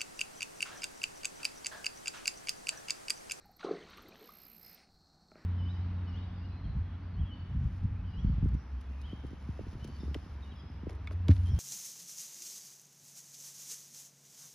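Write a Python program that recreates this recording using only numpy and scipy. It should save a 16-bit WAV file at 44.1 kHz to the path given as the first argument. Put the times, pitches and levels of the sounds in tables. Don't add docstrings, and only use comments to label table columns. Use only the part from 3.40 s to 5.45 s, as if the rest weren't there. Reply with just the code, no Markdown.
import sys
import numpy as np
from scipy import signal
from scipy.fft import rfft, irfft, next_fast_len
from scipy.io import wavfile
from scipy.ndimage import map_coordinates

SR = 44100
rng = np.random.default_rng(int(sys.argv[2]) if len(sys.argv) > 2 else 0)


def digitize_waveform(pressure):
    field = np.atleast_2d(pressure).T
    bounded = np.clip(field, -1, 1)
    quanta = np.round(bounded * 32767).astype(np.int16)
    wavfile.write(sys.argv[1], SR, quanta)


N = 90404


def amp(db):
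    return 10 ** (np.asarray(db) / 20)


def unit(x):
    return x / np.sqrt(np.mean(x ** 2) + 1e-20)


def clock():
    return np.arange(N) / SR


def level(rows):
    return amp(np.interp(clock(), *np.transpose(rows)))


def bump(centre_s, width_s):
    return np.exp(-((clock() - centre_s) / width_s) ** 2)


def wobble(rate_hz):
    return map_coordinates(rng.standard_normal(size=4096), [clock() * rate_hz], mode="wrap")


def noise():
    return rng.standard_normal(N)


def filtered(x, response):
    size = next_fast_len(N + 8192)
    return irfft(rfft(x, size) * response(np.fft.rfftfreq(size, 1 / SR)), size)[..., :N]


def coloured(x, points):
    knots_hz, db = np.transpose(points)
    return unit(filtered(x, lambda hz: amp(np.interp(np.log(hz + 1), np.log(knots_hz), db))))


def whistle(hz, wander_hz, rate_hz):
    return unit(np.sin(2 * np.pi * np.cumsum(hz + wander_hz * wobble(rate_hz)) / SR))


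def bubble(start_s, hz, swell_s, decay_s, glide_oct_per_s):
    t = np.clip(clock() - start_s, 0, .15)
    swell = np.sin(np.pi / 2 * np.minimum(t / swell_s, 1)) ** 2
    decay = np.exp(-np.maximum(t - swell_s, 0) / decay_s)
    pitch_hz = hz * 2 ** (glide_oct_per_s * np.minimum(t, .03)) * (t > 0)
    return swell * decay * np.sin(2 * np.pi * np.cumsum(pitch_hz) / SR)


def swarm(low_hz, high_hz, decay_cycles, spread_db, count, ring_samples):
    when, pitch, strength = rng.random((count, 3)).T[:, :, None]
    hz = low_hz * (high_hz / low_hz) ** pitch
    cycles = hz * np.arange(ring_samples) / SR
    envelopes = amp(spread_db * strength ** 3) * hz * np.exp(-cycles / decay_cycles)
    rings = envelopes * np.sin(2 * np.pi * cycles * (1 + 0.011 * cycles / decay_cycles))
    at = (when * N).astype(int) + np.arange(ring_samples)
    return unit(np.bincount(at.ravel(), rings.ravel(), N)[:N])


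def outdoors(air_db=-70, chorus_db=-73):
    # frequency in Hz, relative level in dB.
    air_colour = [(25, -14), (90, -6), (120, -18.5), (160, 2.5), (195, -2), (260, -9), (400, -13),
                  (550, -18), (760, -7.5), (950, -18), (1400, -17.5), (2000, -32), (2800, -45), (5000, -55)]
    breeze_colour = [(15, -3.5), (40, 1.5), (80, 0), (120, -7.5), (300, -41.5)]
    chorus_colour = [(1500, -52), (2900, -41), (3700, -10.5), (4250, 5), (4550, 0), (4900, -7), (5600, -7),
                     (6600, -16), (8300, -16.5), (10000, -39), (13000, -22), (15500, -37.5)]
    # time in seconds, level in dB.
    gusts = [(0, -77), (.055, -64), (.09, -66), (.32, -80.5), (.39, -67), (.5, -65), (.7, -65.5), (.8, -75),
             (1.45, -79), (1.53, -67.5), (1.62, -75), (2.05, -72)]
    air = coloured(noise(), air_colour) * amp(air_db + 1.5 * wobble(9.08))
    breeze = level(gusts) * coloured(noise(), breeze_colour)
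    chorus = coloured(noise(), chorus_colour) * amp(chorus_db + 1.24 * wobble(60))
    return air + breeze + chorus


def rustle(flutter_db=1.5):
    # time in seconds, level in dB.
    envelope = [(0, -68.5), (.04, -68.5), (.08, -74.5), (1.89, -90), (1.93, -78), (1.95, -68.5),
                (1.985, -60.5), (2.05, -62)]
    # frequency in Hz, relative level in dB.
    colour = [(80, -6), (200, 17.5), (500, 7), (900, -0.5), (1500, 7), (2400, -1), (3400, -16), (5200, -8),
              (8000, -40), (12000, -56)]
    return level(envelope) * coloured(noise(), colour) * amp(flutter_db * wobble(63))


def plinks(swell_s=0.0021):
    # start in seconds, pitch in Hz, peak in dB, decay in seconds, glide in octaves a second.
    bubbles = [(.054, 830, -56, 0.011, -4), (.093, 690, -55, 0.0087, 12), (0.194, 2170, -52.5, 0.0019, -3),
               (0.2294, 1480, -42.5, 0.0075, -11.5), (.246, 834, -38, 0.0024, 1.5),
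               (.267, 1126, -43.5, 0.018, -6), (.21, 1256, -50, .004, -6),
               (0.2851, 1130, -41.5, 0.0021, 5.5), (0.581, 1226, -50, 0.0076, -10.5),
               (.308, 1130, -43, 0.0014, 22), (0.426, 2930, -56, 0.0045, 20),
               (0.532, 1356, -50.5, 0.0071, 12), (0.592, 1223, -46.5, 0.0028, 11),
               (0.649, 320, -50.5, 0.013, 1), (0.684, 334, -50.5, 0.011, 13), (.659, 2005, -53, 0.0022, 11),
               (0.721, 2420, -52.5, 0.0027, 5), (0.815, 418, -50.5, 0.013, 2), (0.842, 445, -51, 0.01, 7),
               (0.848, 2920, -56.5, 0.0013, 13), (0.89, 1126, -47, 0.0071, 15.5)]
    return sum(amp(db) * bubble(s, hz, swell_s, decay_s, glide) for s, hz, db, decay_s, glide in bubbles)


def katydid(buzz_start_s=.748, buzz_db=-55, leaves_db=-12, leaves_t60_s=0.13):
    # start in seconds, level in dB before panning.
    wing_ticks = [(0.056, -73), (.112, -71), (0.164, -66.5), (0.5, -72.5), (0.5713, -66.5), (0.62, -65),
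                  (0.683, -64)]
    # frequency in Hz, relative level in dB.
    wing_colour = [(7000, -30.5), (10800, -28), (11300, -25.5), (11700, -11), (12300, -3.5), (12780, -9),
                   (13250, -6.5), (13800, -11), (14300, -16.5), (15700, -29)]
    rise_s, hold_s, decay_s = 0.0011, 0.0064, 0.0028
    period_s, slowing_s, width_s = .0158, .000011, 0.0039
    soft_start_db, swell_s = 20, 0.1
    t = clock()
    ticks = sum(amp(db) * np.clip((t - s) / rise_s, 0, 1)
                * np.exp(-np.maximum(t - s - hold_s, 0) / decay_s) for s, db in wing_ticks)
    stroke = np.arange(38)
    beats_s = buzz_start_s + period_s * stroke + slowing_s * stroke ** 2
    strokes = sum(amp(rng.normal(0, 0.36)) * np.exp(-np.abs((t - s) / width_s) ** 1.73) for s in beats_s)
    effort = amp(buzz_db - soft_start_db * np.exp(-np.maximum(t - buzz_start_s, 0) / swell_s))
    rasp = coloured(noise(), wing_colour)
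    ring = whistle(hz=12220, wander_hz=285.4, rate_hz=590)
    song = ticks * rasp + effort * strokes * unit(ring + amp(0.5) * rasp)
    tails = rng.standard_normal((2, SR // 4)) * amp(-60 * t[:SR // 4] / leaves_t60_s)
    scatter = signal.fftconvolve(song[None], tails / np.linalg.norm(tails[0]), axes=1)[:, :N]
    return song + amp(leaves_db) * scatter


def spray():
    # time in seconds, level in dB.
    envelope = [(.18, -100), (.197, -56.5), (.214, -56.5), (.224, -63), (.233, -53), (.25, -55), (.27, -59),
                (.4, -61), (.47, -63), (.495, -59), (.6, -61.5), (.65, -65.5), (.8, -63.5), (.95, -70),
                (1.2, -79.5), (1.5, -94)]
    # frequency in Hz, relative level in dB.
    colour = [(300, -13), (700, 2), (1250, 8.5), (1650, 2), (2200, 2), (3200, 0.5), (4200, 4.5), (5200, -7),
              (6200, -4), (7200, -17.5), (9000, -15), (11000, -57), (15000, -28)]
    bubbles = swarm(714, 11070, decay_cycles=10.5, spread_db=16.5, count=8000, ring_samples=500)
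    return level(envelope) * coloured(bubbles + amp(1) * noise(), colour)


def spatter():
    # centre in seconds, width in seconds, level in dB.
    clusters = [(.213, 0.0042, -54.5), (0.519, 0.0013, -59), (0.538, 0.0055, -57.5), (.577, 0.0079, -58.5),
                (.636, .003, -63), (0.758, 0.0024, -58.5), (0.831, 0.0021, -61.5)]
    # frequency in Hz, relative level in dB.
    colour = [(900, -18), (1800, 1.5), (2800, -1.5), (4400, -1.5), (5200, -19), (6300, -12), (7500, -23),
              (11000, -43)]
    impacts = swarm(1500, 6000, decay_cycles=2.2, spread_db=11, count=3000, ring_samples=300)
    return sum(amp(db) * bump(s, width_s) for s, width_s, db in clusters) * coloured(impacts, colour)


def churn():
    # time in seconds, level in dB.
    envelope = [(.22, -106), (.25, -48), (.28, -51), (.315, -46), (.355, -51), (.42, -56), (.5, -64),
                (.62, -62), (.68, -61.5), (.76, -61.5), (.84, -63), (.95, -75), (1.25, -75), (1.5, -100)]
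    # frequency in Hz, relative level in dB.
    colour = [(110, -36.5), (155, -8.5), (200, 0.5), (260, -5), (340, -3), (450, -2.5), (560, -12),
              (700, -8.5), (900, -23), (1200, -22), (1700, -19.5), (4000, -52)]
    bubbles = swarm(147.1, 1713, decay_cycles=5.4, spread_db=-2.0, count=2500, ring_samples=1500)
    return level(envelope) * coloured(bubbles + amp(-17.5) * noise(), colour)


def tail_slap(start_s=0.227, release_s=0.294, rise_s=0.012, decay_s=0.022, level_db=-52):
    # frequency in Hz, relative level in dB.
    colour = [(300, -5), (480, 1), (680, 10.5), (900, -9.5), (1100, -2), (1300, 11), (1500, -22),
              (1750, -28), (4000, -37)]
    t = clock()
    push = np.clip((t - start_s) / rise_s, 0, 1) ** .5 * np.exp(-np.maximum(t - release_s, 0) / decay_s)
    bubbles = swarm(388, 1770, decay_cycles=4.8, spread_db=1, count=3500, ring_samples=800)
    return amp(level_db) * push * coloured(bubbles, colour)


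def gulps(glide_oct_per_s=5.9):
    # start in seconds, pitch in Hz, peak in dB, swell and decay in seconds.
    pockets = [(0.245, 379, -26.5, 0.004, 0.0031), (0.262, 447, -43, 0.005, 0.0027),
               (0.269, 386, -35, 0.0064, 0.0051), (.2858, 668, -37, 0.0025, 0.0065),
               (.293, 728, -47, 0.0076, 0.010), (.288, 347, -36, 0.007, 0.0041),
               (0.3073, 405, -23, 0.0074, 0.0025), (0.319, 382, -42, 0.0025, 0.0029),
               (.333, 343, -37, 0.0064, 0.0033)]
    return sum(amp(db) * bubble(s, hz, swell_s, decay_s, glide_oct_per_s)
               for s, hz, db, swell_s, decay_s in pockets)


def foam(level_db=-62):
    # frequency in Hz, relative level in dB.
    colour = [(1300, -32), (1750, 2), (2000, 5), (2250, 3.5), (2600, -25.5), (4000, -36)]
    bubbles = swarm(1700, 2400, decay_cycles=4.6, spread_db=14, count=2000, ring_samples=700)
    return amp(level_db) * bump(centre_s=0.372, width_s=0.091) * coloured(bubbles, colour)


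def banks(x, t60_s, wet_db):
    t = np.arange(SR // 2) / SR
    dull_noise = signal.lfilter([1], [1, -.7], rng.standard_normal(len(t)))
    tail = dull_noise * amp(-60 * t / t60_s) * (t > .008)
    return amp(wet_db) * signal.fftconvolve(x, tail / np.linalg.norm(tail))[:N]


def reel(click_hz=2500, click_width_s=.0004, snap_s=1.3775, snap_decay_s=.0015, snap_db=-55, hum_db=-70):
    # time in seconds, rubbing level in dB, clicking level in dB.
    turning = [(.7, -110, -110), (.82, -72, -83), (.9, -72, -79.5), (1.04, -70.5, -77.5),
               (1.14, -74.5, -74.5), (1.2, -75, -88), (1.25, -65.5, -77), (1.31, -65, -75.5),
               (1.39, -65, -77), (1.44, -68.5, -78), (1.55, -100, -100)]
    # time in seconds, clicks a second.
    speed = [(.8, 118), (1.03, 118), (1.14, 103), (1.2, 68), (1.27, 105), (1.42, 98), (1.5, 49)]
    # frequency in Hz, relative level in dB.
    rub_colour = [(100, -6.5), (180, 5), (300, -3.5), (700, 4), (1000, -8.5), (1400, 2), (1700, -2),
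                  (2150, 6), (3200, -12.5), (4200, 1), (5200, 2), (6000, -4.5), (7300, -18.5), (9200, -8),
                  (11000, -31.5), (15000, -22)]
    snap_colour = [(2000, -22), (3800, 6), (4500, 6), (6000, -27), (12000, -58)]
    t = clock()
    knots_s, rub_db, click_db = np.transpose(turning)
    rub = amp(np.interp(t, knots_s, rub_db)) * coloured(noise(), rub_colour)
    rate_hz = np.interp(t, *np.transpose(speed))
    from_click_s = (np.cumsum(rate_hz) / SR % 1 - .5) / rate_hz
    pawl = np.exp(-np.abs(from_click_s) / click_width_s) * np.sin(2 * np.pi * click_hz * from_click_s)
    clicks = amp(np.interp(t, knots_s, click_db) + 3.0 * wobble(90)) * unit(pawl)
    snap_envelope = (t > snap_s) * np.exp(-np.abs(t - snap_s) / snap_decay_s)
    snap = amp(snap_db) * snap_envelope * coloured(noise(), snap_colour)
    hum = amp(hum_db) * bump(centre_s=1.166, width_s=0.13) * whistle(hz=176, wander_hz=33.7, rate_hz=110)
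    return rub + hum + clicks + snap


def spool(pulse_hz=54, width_s=0.0041, jitter_s=0.0021):
    # time in seconds, level in dB.
    envelope = [(.82, -110), (.88, -65), (.96, -81), (1.0, -68), (1.06, -60.5), (1.11, -99), (1.16, -68),
                (1.205, -74), (1.245, -57.5), (1.335, -63.5), (1.39, -84), (1.5, -100)]
    from_pulse_s = ((clock() + jitter_s * wobble(25)) * pulse_hz % 1 - .5) / pulse_hz
    pulses = np.exp(-(from_pulse_s / width_s) ** 2)
    return level(envelope) * pulses * whistle(hz=5080, wander_hz=111, rate_hz=900)


def tackle(crack_db=-6, crack_decay_s=0.0047, thud_hz=240, thud_decay_s=0.0033):
    # start in seconds, gain of ring and crack in dB, gain of thud in dB.
    knocks = [(1.917, -54.5, -77), (1.9557, -52.5, -59)]
    # frequency in Hz, relative level in dB, T60 in seconds.
    modes = [(214, 0, 0.058), (396, 2.5, 0.029), (626, -3, 0.1), (840, -10.5, 0.048), (1330, -1, 0.023),
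             (2350, -3, 0.0085)]
    # frequency in Hz, relative level in dB.
    crack_colour = [(200, 29), (700, 33), (1400, -3), (2500, -16), (3500, -19), (6000, -30), (12000, -47)]
    out = np.zeros(N)
    for start_s, db, thud_db in knocks:
        t = np.maximum(clock() - start_s, 0)
        ring = sum(amp(mode_db + rng.normal(0, 0.71) - 60 * t / t60_s) * np.sin(2 * np.pi * hz * t)
                   * (-1) ** k for k, (hz, mode_db, t60_s) in enumerate(modes))
        crack = amp(crack_db) * (t > 0) * np.exp(-t / crack_decay_s) * coloured(noise(), crack_colour)
        thud = np.exp(-t / thud_decay_s) * np.sin(2 * np.pi * thud_hz * t)
        out += amp(db) * (ring + crack) + amp(thud_db) * thud
    return out


def scene(katydid_pan_db=4.5, hiss_db=-86):
    # frequency in Hz, relative level in dB.
    hiss_colour = [(40, 0), (200, 2), (2500, -18), (4500, -17), (9000, -6.5), (15000, 7.5)]
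    water = plinks() + gulps() + tail_slap() + churn() + spray() + foam() + spatter()
    centre = water + banks(water, t60_s=0.25, wet_db=-15)
    centre += reel() + spool() + rustle() + tackle() + outdoors()
    side = amp(hiss_db) * coloured(noise(), hiss_colour) + banks(water, t60_s=.15, wet_db=-81)
    ear = np.array([[-1], [1]])
    return centre + ear * side + amp(ear * katydid_pan_db) * katydid()


def record(dry):
    return filtered(dry, lambda hz: hz < 15800)


dry = scene()
out = record(dry)
digitize_waveform(out)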